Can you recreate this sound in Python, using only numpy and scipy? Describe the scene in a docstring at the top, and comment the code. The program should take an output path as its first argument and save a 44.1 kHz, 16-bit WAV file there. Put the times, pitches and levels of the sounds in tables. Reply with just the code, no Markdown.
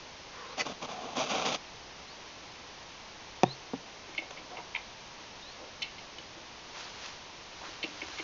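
"""Porch with a squirrel, heard from a small camera resting on the boards; bird calls and hiss throughout.
0.3 s: dull brushing (noise in resonances). 0.6-1.6 s: camera shoved over grit (random slips ringing modes).
3.4 and 3.7 s: camera rocks and knocks, first sharply, then softly (decaying sines).
4.1-8.2 s: claws, paws and grit ticks (short slip bursts in resonances); from 6.8 s swells of rustle; 7.6 s: a wipe.
The bird, at 0.5, 2.1, 3.4 and 5.4 s, is a rising sine; the hiss is steady coloured noise."""
import sys
import numpy as np
from scipy import signal
from scipy.fft import rfft, irfft
from scipy.io import wavfile
from scipy.ndimage import uniform_filter1d

SR = 44100
rng = np.random.default_rng(int(sys.argv[2]) if len(sys.argv) > 2 else 0)


def bounce(signal):
    """Save signal as a 16-bit WAV file at the path given by the first command-line argument."""
    frames = np.transpose(np.atleast_2d(signal))
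    limited = np.clip(frames, -1, 1)
    pcm = np.round(limited * 32767).astype(np.int16)
    wavfile.write(sys.argv[1], SR, pcm)


N = 362943

# Shoves of the camera: start t/s, length/s, rubbing level/dB, grit level/dB, sag over the shove/dB
SHOVES = [(0.567, 0.058, -36, -38.5, 5.5), (0.651, 0.016, -33.5, -39, -0.5), (.673, 0.051, -41, -45.5, 2),
          (0.812, 0.041, -37, -41, 2), (0.877, 0.067, -38.5, -43.5, 4), (0.95, 0.23, -46.5, -52, -2),
          (1.154, 0.063, -35, -36, -1), (1.216, 0.071, -37.5, -38, 5), (1.285, 0.026, -37, -36.5, 0),
          (1.306, 0.16, -31, -33.5, 6), (1.444, 0.11, -33.5, -34, 4)]
# Base catching on grit as it stops: start t/s, length/s, level/dB
CATCH = (1.538, 0.0094, -33)
# Squeal in the first shove: start t/s, length/s, level/dB
SQUEAL = (.583, 0.032, -29.5)
# Creeping base, one board mode stands out: start t/s, length/s, level/dB
CREEPS = [(0.869, .29, -42.5), (1.185, 0.04, -29)]
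# Resonances of rubbing, grit, squeal and creep: f/Hz, width of one pass/Hz, relative level/dB
RUB_MODES = [(145, 9.1, -6), (268, 130, 1), (475, 74, 2), (605, 130, 3), (744, 62, 0.5), (1010, 32, 0),
             (1076, 39, -4.5)]
GRIT_MODES = [(2470, 160, 3.5), (2800, 1070, 8.5), (3420, 500, 5.5), (4700, 630, 1), (5700, 440, 2),
              (6180, 270, -2)]
SQUEAL_MODES = [(2000, 130, -8), (2500, 530, -12), (4550, 250, -9.5), (5430, 200, -12.5)]
CREEP_MODES = [(722, 200, 0)]
# Camera rocking on its base: t/s, relative level/dB, contact hardness as cut-off f/Hz
KNOCKS = [(3.434, 0, 7660), (3.4394, -3, 1100), (3.735, -2.5, 235), (3.7393, -2.5, 226),
          (3.7441, -9.5, 191)]
# Camera and board under a knock: f/Hz, level/dB, t60/s
KNOCK_MODES = [(134, -32, .3), (180, -41, 0.16), (276, -25, 0.094), (363, -17.5, 0.025), (463, -22, .04),
               (550, -16.5, 0.019), (760, -8, 0.018), (970, -33, .06), (1817, -26.5, .018),
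               (2480, -16, 0.0081), (3447, -21.8, 0.01), (4900, -21, .0047), (5950, -19, 0.0053)]
# Claw scratches, paw landings, grit ticks: t/s, rms level over the length/dB, length/s, centre f/Hz
SCRATCHES = [(4.149, -38, 0.0013, 2800), (4.1785, -26.5, 0.0055, 2900), (4.1895, -31, .002, 2350),
             (4.369, -45.5, 0.016, 2200), (4.5685, -41, 0.0055, 2300), (4.579, -44, 0.01, 1900),
             (4.7478, -28.5, 0.0051, 2270), (4.7598, -29.5, 0.005, 2400), (5.819, -33, 0.0051, 3100),
             (5.823, -30.5, 0.0069, 3830), (5.830, -42, 0.022, 3100), (5.848, -50, 0.04, 3000),
             (5.982, -46, 0.011, 3320), (6.1835, -40.5, 0.0052, 3540), (6.192, -69, 0.016, 2800),
             (7.8285, -33, 0.015, 3370), (7.839, -34, 0.0066, 2800), (8.016, -36, 0.0093, 2400),
             (8.174, -44, 0.011, 1970), (8.187, -37.5, 0.015, 2720)]
PATS = [(4.083, -49, 0.015, 460), (4.184, -38.5, 0.0049, 344), (4.215, -48, 0.021, 607),
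        (4.307, -43, 0.0061, 570), (4.37, -54.5, 0.092, 490), (4.505, -47.5, 0.049, 770),
        (4.57, -44, 0.034, 870), (4.752, -46, 0.024, 1120), (5.595, -49.5, 0.048, 630),
        (6.184, -54, 0.012, 430), (6.365, -53, 0.023, 377), (7.839, -34.5, 0.0076, 345),
        (7.68, -50.5, 0.015, 290), (7.85, -48, .035, 270), (8.021, -42.5, 0.011, 350),
        (8.197, -38, 0.0072, 320)]
TICKS = [(4.1495, -44, 0.0023, 5030), (4.3085, -37, 0.0028, 2000), (5.822, -38.5, .004, 6500),
         (6.184, -45.5, 0.0014, 2930), (6.746, -49, 0.0052, 2000), (6.769, -45.5, 0.01, 1270),
         (7.061, -40.5, 0.0044, 3500), (8.084, -42, 0.0025, 2500)]
# Resonances of claw, board under paw, tick: f/Hz, width of one pass/Hz, level before centre weighting/dB
CLAW_MODES = [(1010, 460, 14), (2200, 150, 3.5), (2304, 240, 2), (2730, 250, 0), (2990, 220, 0.5),
              (3540, 200, -7), (4200, 490, -7.5), (5430, 410, -9.5)]
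PAW_MODES = [(299, 14, 1), (327, 55, 2.5), (376, 170, -3.5), (520, 270, -3), (740, 91, -1.5),
             (890, 250, -6)]
TICK_MODES = [(870, 1400, 8.5), (2800, 2700, 3), (6000, 2800, 1)]
# Rustle swells: peak t/s, rise time constant/s, fall time constant/s, peak level/dB
RUSTLES = [(6.801, 0.056, 0.094, -39.5), (7.06, .07, .065, -40.5), (7.66, 0.11, 0.14, -49),
           (8.17, .35, .5, -42)]
# Rustle spectrum shape: f/Hz, relative level per Hz/dB
RUSTLE_SPECTRUM = [(100, -31.5), (300, -8.5), (850, 4.5), (1400, 4.5), (2000, 3.5), (3300, 3.5), (4500, 3),
                   (6400, -1)]
# Dull brushing: start t/s, length/s, level/dB
BRUSH = (0.303, 0.245, -47.5)
# Brushing resonances: f/Hz, width/Hz, relative level/dB
BRUSH_MODES = [(510, 76, 0), (1040, 140, 1), (1450, 740, -14)]
# Wipe: rms level before its fades/dB, start f/Hz, end f/Hz
WIPE = (-45, 620, 1800)
# Bird calls: start t/s, length/s, start f/Hz, end f/Hz, starting level/dB
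BIRD_CALLS = [(0.452, .095, 3620, 4550, -59), (2.075, 0.062, 4080, 4820, -53),
              (3.447, .1, 3590, 4560, -49.5), (5.42, .122, 3680, 4700, -53)]
# Reverberation of the porch: f/Hz, t60/s
PORCH_T60 = [(130, 0.22), (500, 0.39), (2500, 0.22), (7000, 0.11)]
# Spectrum shape of outdoor air and microphone hiss: f/Hz, relative level per Hz/dB
AIR_SPECTRUM = [(25, -4.5), (60, -2.5), (120, -4), (250, -4.5), (400, -3.5), (550, -3), (700, -3),
                (950, -1), (1400, -7.5), (2000, -6.5), (2800, -6), (4200, -8), (6200, -10), (7000, -15)]

SHOVE_ATTACK_S, SHOVE_RELEASE_S = 0.015, 0.0075
SQUEAL_ATTACK_S, BRUSH_ATTACK_S = 0.022, 0.046
CREEP_SAG_DB, CALL_FADE_DB = 5, 3.5
SWEEP_EXPONENT = 1.35  # above 1: the call climbs ever faster
WIPE_START_S, WIPE_LENGTH_S, WIPE_WIDTH_HZ = 7.6, 0.09, 650
AIR_RMS_DB = -47
EDGE_HZ = 6850


def slide():
    """Camera base sticks and slips over grit, ringing board and housing."""
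    pressure = judder(per_s=110, depth_db=1.56)
    fine = pressure * grains(N, per_s=9000, spread_db=4.0)
    coarse = pressure * grains(N, per_s=700, spread_db=2.0)

    rub_force = sum(shove(s, length, db, sag) for s, length, db, _, sag in SHOVES)
    grit_force = sum(shove(s, length, db, sag) for s, length, _, db, sag in SHOVES)
    grit_force = grit_force + shove(*CATCH)
    squeal_force = envelope(*SQUEAL, SQUEAL_ATTACK_S, SHOVE_RELEASE_S, sag_db=2.5)
    creep_force = sum(shove(*row, CREEP_SAG_DB) for row in CREEPS)

    rub_tone = cut(ring(fine + 0.4 * coarse, RUB_MODES), hz=1520, side="low", order=6)
    rub = evened(rub_tone) * rub_force
    grit = evened(ring(fine + 0.72 * coarse, GRIT_MODES)) * grit_force
    squeal = evened(ring(fine, SQUEAL_MODES)) * squeal_force
    creep_tone = ring(ring(coarse, CREEP_MODES), CREEP_MODES)
    creep = evened(creep_tone) * creep_force
    return rub + grit + squeal + creep


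def knocks():
    """Base strikes the board in quick contacts; softer contacts drive the high modes less."""
    t = np.arange(SR // 2) / SR
    out = np.zeros(N)
    for s, db, hard_hz in KNOCKS:
        for hz, mode_db, t60_s in KNOCK_MODES:
            push = gain_of(db + mode_db) / np.sqrt(1 + (hz / hard_hz) ** 4)
            decay = np.exp(-np.log(1000) * t / t60_s)
            add(out, s, push * decay * np.sin(2 * np.pi * hz * t))
    return out


def squirrel():
    """Claws scratch, paws pat the boards and bits of grit tick."""
    claws = strokes(SCRATCHES, CLAW_MODES, octaves=0.46, release_s=0.00065, snag_db=19)
    paws = strokes(PATS, PAW_MODES, octaves=0.58, release_s=0.0015, snag_db=23.5)
    ticks = strokes(TICKS, TICK_MODES, octaves=1.9, release_s=0.0008, snag_db=21)
    return claws + paws + ticks


def strokes(rows, body, octaves, release_s, snag_db):
    """A first snag and a short run of slips ring the body's modes near each contact's centre frequency."""
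    t = np.arange(SR // 8) / SR
    out = np.zeros(N)
    for s, db, length, centre_hz in rows:
        contact = np.exp(-np.maximum(t - length, 0) / release_s)
        snag = gain_of(snag_db) * (t == 0)
        drive = contact * grains(len(t), per_s=8300, spread_db=3.5) + snag
        sound = np.zeros(len(t))
        for hz, width_hz, mode_db in body:
            weight = np.exp(-0.5 * (np.log2(hz / centre_hz) / octaves) ** 2)
            mode = [(hz, width_hz, 0)]
            sound += gain_of(mode_db) * weight * ring(ring(drive, mode), mode)  # twice: steep skirts
        # window rms rescaled to rms over the contact length
        add(out, s, gain_of(db) * evened(sound) * np.sqrt(length / t[-1]))
    return out


def rustle():
    """Dense fine grains swell as soft wide rustle; resonant noise makes a duller brushing."""
    t = np.arange(N) / SR
    swells = np.zeros(N)
    for s, rise_s, fall_s, db in RUSTLES:
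        swells += gain_of(db) * np.exp(-np.maximum((s - t) / rise_s, (t - s) / fall_s))
    wide = coloured(grains(N, per_s=9000, spread_db=4.5), RUSTLE_SPECTRUM) * swells
    brushing = envelope(*BRUSH, BRUSH_ATTACK_S, SHOVE_RELEASE_S, sag_db=2.0)
    dull = evened(ring(rng.standard_normal(N), BRUSH_MODES)) * brushing
    return wide + dull


def wipe():
    """Friction noise in one band that glides upwards: low-passed noise on a rising carrier."""
    db, from_hz, to_hz = WIPE
    size = round(WIPE_LENGTH_S * SR)
    out = np.zeros(N)
    turns = np.cumsum(np.geomspace(from_hz, to_hz, size)) / SR
    fuzz = cut(rng.standard_normal(N), hz=WIPE_WIDTH_HZ / 2, side="low", order=2)[-size:]
    band = evened(fuzz * np.sin(2 * np.pi * turns))
    add(out, WIPE_START_S, gain_of(db) * band * signal.windows.cosine(size))
    return out


def bird():
    """Thin whistle sweeping upwards, its pitch wavering and its level fluttering."""
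    out = np.zeros(N)
    for s, length, from_hz, to_hz, db in BIRD_CALLS:
        u = np.linspace(0, 1, round(length * SR))
        waver = evened(uniform_filter1d(rng.standard_normal(N), size=90))[:len(u)]
        sweep_hz = from_hz * (to_hz / from_hz) ** (u ** SWEEP_EXPONENT)
        turns = np.cumsum(sweep_hz * (1 + 0.012 * waver)) / SR
        flutter = judder(per_s=90, depth_db=4.0)[:len(u)]
        level = gain_of(db - CALL_FADE_DB * u) * signal.windows.tukey(len(u), 0.15) * flutter
        add(out, s, np.sqrt(2) * level * np.sin(2 * np.pi * turns))  # sqrt 2: sine at unit rms
    return out


def porch(x):
    """Scattered reflections from the log wall and roof, each band dying at its own speed."""
    at = np.arange(300, SR // 2, 20)
    taps = np.zeros(SR)
    taps[at + rng.integers(0, 20, len(at))] = rng.choice([-1., 1.], len(at))
    hz, t, bands = signal.stft(taps, SR, nperseg=256)
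    decay = np.exp(-np.log(1000) * t / read(PORCH_T60, hz)[:, None])
    tail = signal.istft(bands * decay, SR)[1]
    return signal.fftconvolve(x, tail / np.linalg.norm(tail))[:N]


def air():
    """Steady hiss with a soft outdoor murmur: one noise with a fixed spectrum."""
    return gain_of(AIR_RMS_DB) * coloured(rng.standard_normal(N), AIR_SPECTRUM)


def grains(size, per_s, spread_db):
    """Random slips of either sign, a few much larger than the rest, at unit rms."""
    heights = gain_of(spread_db * np.minimum(rng.exponential(1, size), 4))
    signs = rng.choice([-1, 1], size)
    return evened(heights * signs * (rng.random(size) < per_s / SR))


def ring(x, body):
    """Passes a drive through parallel resonances."""
    out = 0
    for hz, width_hz, db in body:
        b, a = signal.iirpeak(hz, hz / width_hz, SR)
        out = out + gain_of(db) * signal.lfilter(b, a, x)
    return out


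def judder(per_s, depth_db):
    """Uneven pressure: a gain wandering at random between knots, at unit rms."""
    t = np.arange(N) / SR
    knots = np.arange(0, t[-1] + 1, 1 / per_s)
    wander = np.interp(t, knots, rng.standard_normal(N)[:len(knots)])
    return evened(gain_of(depth_db * wander))


def shove(start, length, db, sag_db=0):
    """Force of one push: builds, may ease off, stops."""
    return envelope(start, length, db, SHOVE_ATTACK_S, SHOVE_RELEASE_S, sag_db)


def envelope(start, length, db, attack_s, release_s, sag_db):
    """Linear attack, a hold that sags in dB, exponential release."""
    t = np.maximum(np.arange(N) / SR - start, 0)
    hold = gain_of(db - sag_db * np.minimum(t / length, 1))
    return np.minimum(t / attack_s, 1) * hold * np.exp(-np.maximum(t - length, 0) / release_s)


def coloured(x, spectrum):
    """Weights a signal by a spectrum, at unit rms."""
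    hz = np.fft.rfftfreq(len(x), 1 / SR)
    return evened(irfft(rfft(x) * gain_of(read(spectrum, hz)), len(x)))


def cut(x, hz, side, order):
    """Butterworth filter; side names the band that passes."""
    return signal.sosfilt(signal.butter(order, hz, side, fs=SR, output="sos"), x)


def read(points, hz):
    """Interpolates a table on a log-frequency axis."""
    f, value = np.transpose(points)
    return np.interp(np.log(hz + 1), np.log(f + 1), value)


def gain_of(db):
    """Decibels to amplitude gain."""
    return 10 ** (np.asarray(db) / 20)


def evened(x):
    """Scales to unit rms."""
    return x / np.sqrt(np.mean(x ** 2) + 1e-20)


def add(mix, s, sound):
    """Adds a sound into the mix, starting at s seconds."""
    part = mix[round(s * SR):][:len(sound)]
    part += sound[:len(part)]


def scene():
    """Camera noises almost dry, squirrel with more porch echo, far bird with the most."""
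    camera, animal, calls = slide() + knocks(), squirrel(), bird()
    echoes = porch(gain_of(-27) * camera + gain_of(-13.5) * animal + gain_of(-12) * calls)
    sound = camera + animal + calls + echoes + rustle() + wipe()
    # the small microphone drops the deep bass; the air is added after that
    return (cut(sound, hz=125, side="high", order=8) + air())[None]


def record(dry):
    """Narrow-band recorder: linear-phase low-pass with a steep upper edge."""
    edge = signal.firwin(91, EDGE_HZ, window=("kaiser", 6), fs=SR)
    return signal.oaconvolve(dry, edge[None], "same")


dry = scene()
out = record(dry)
bounce(out)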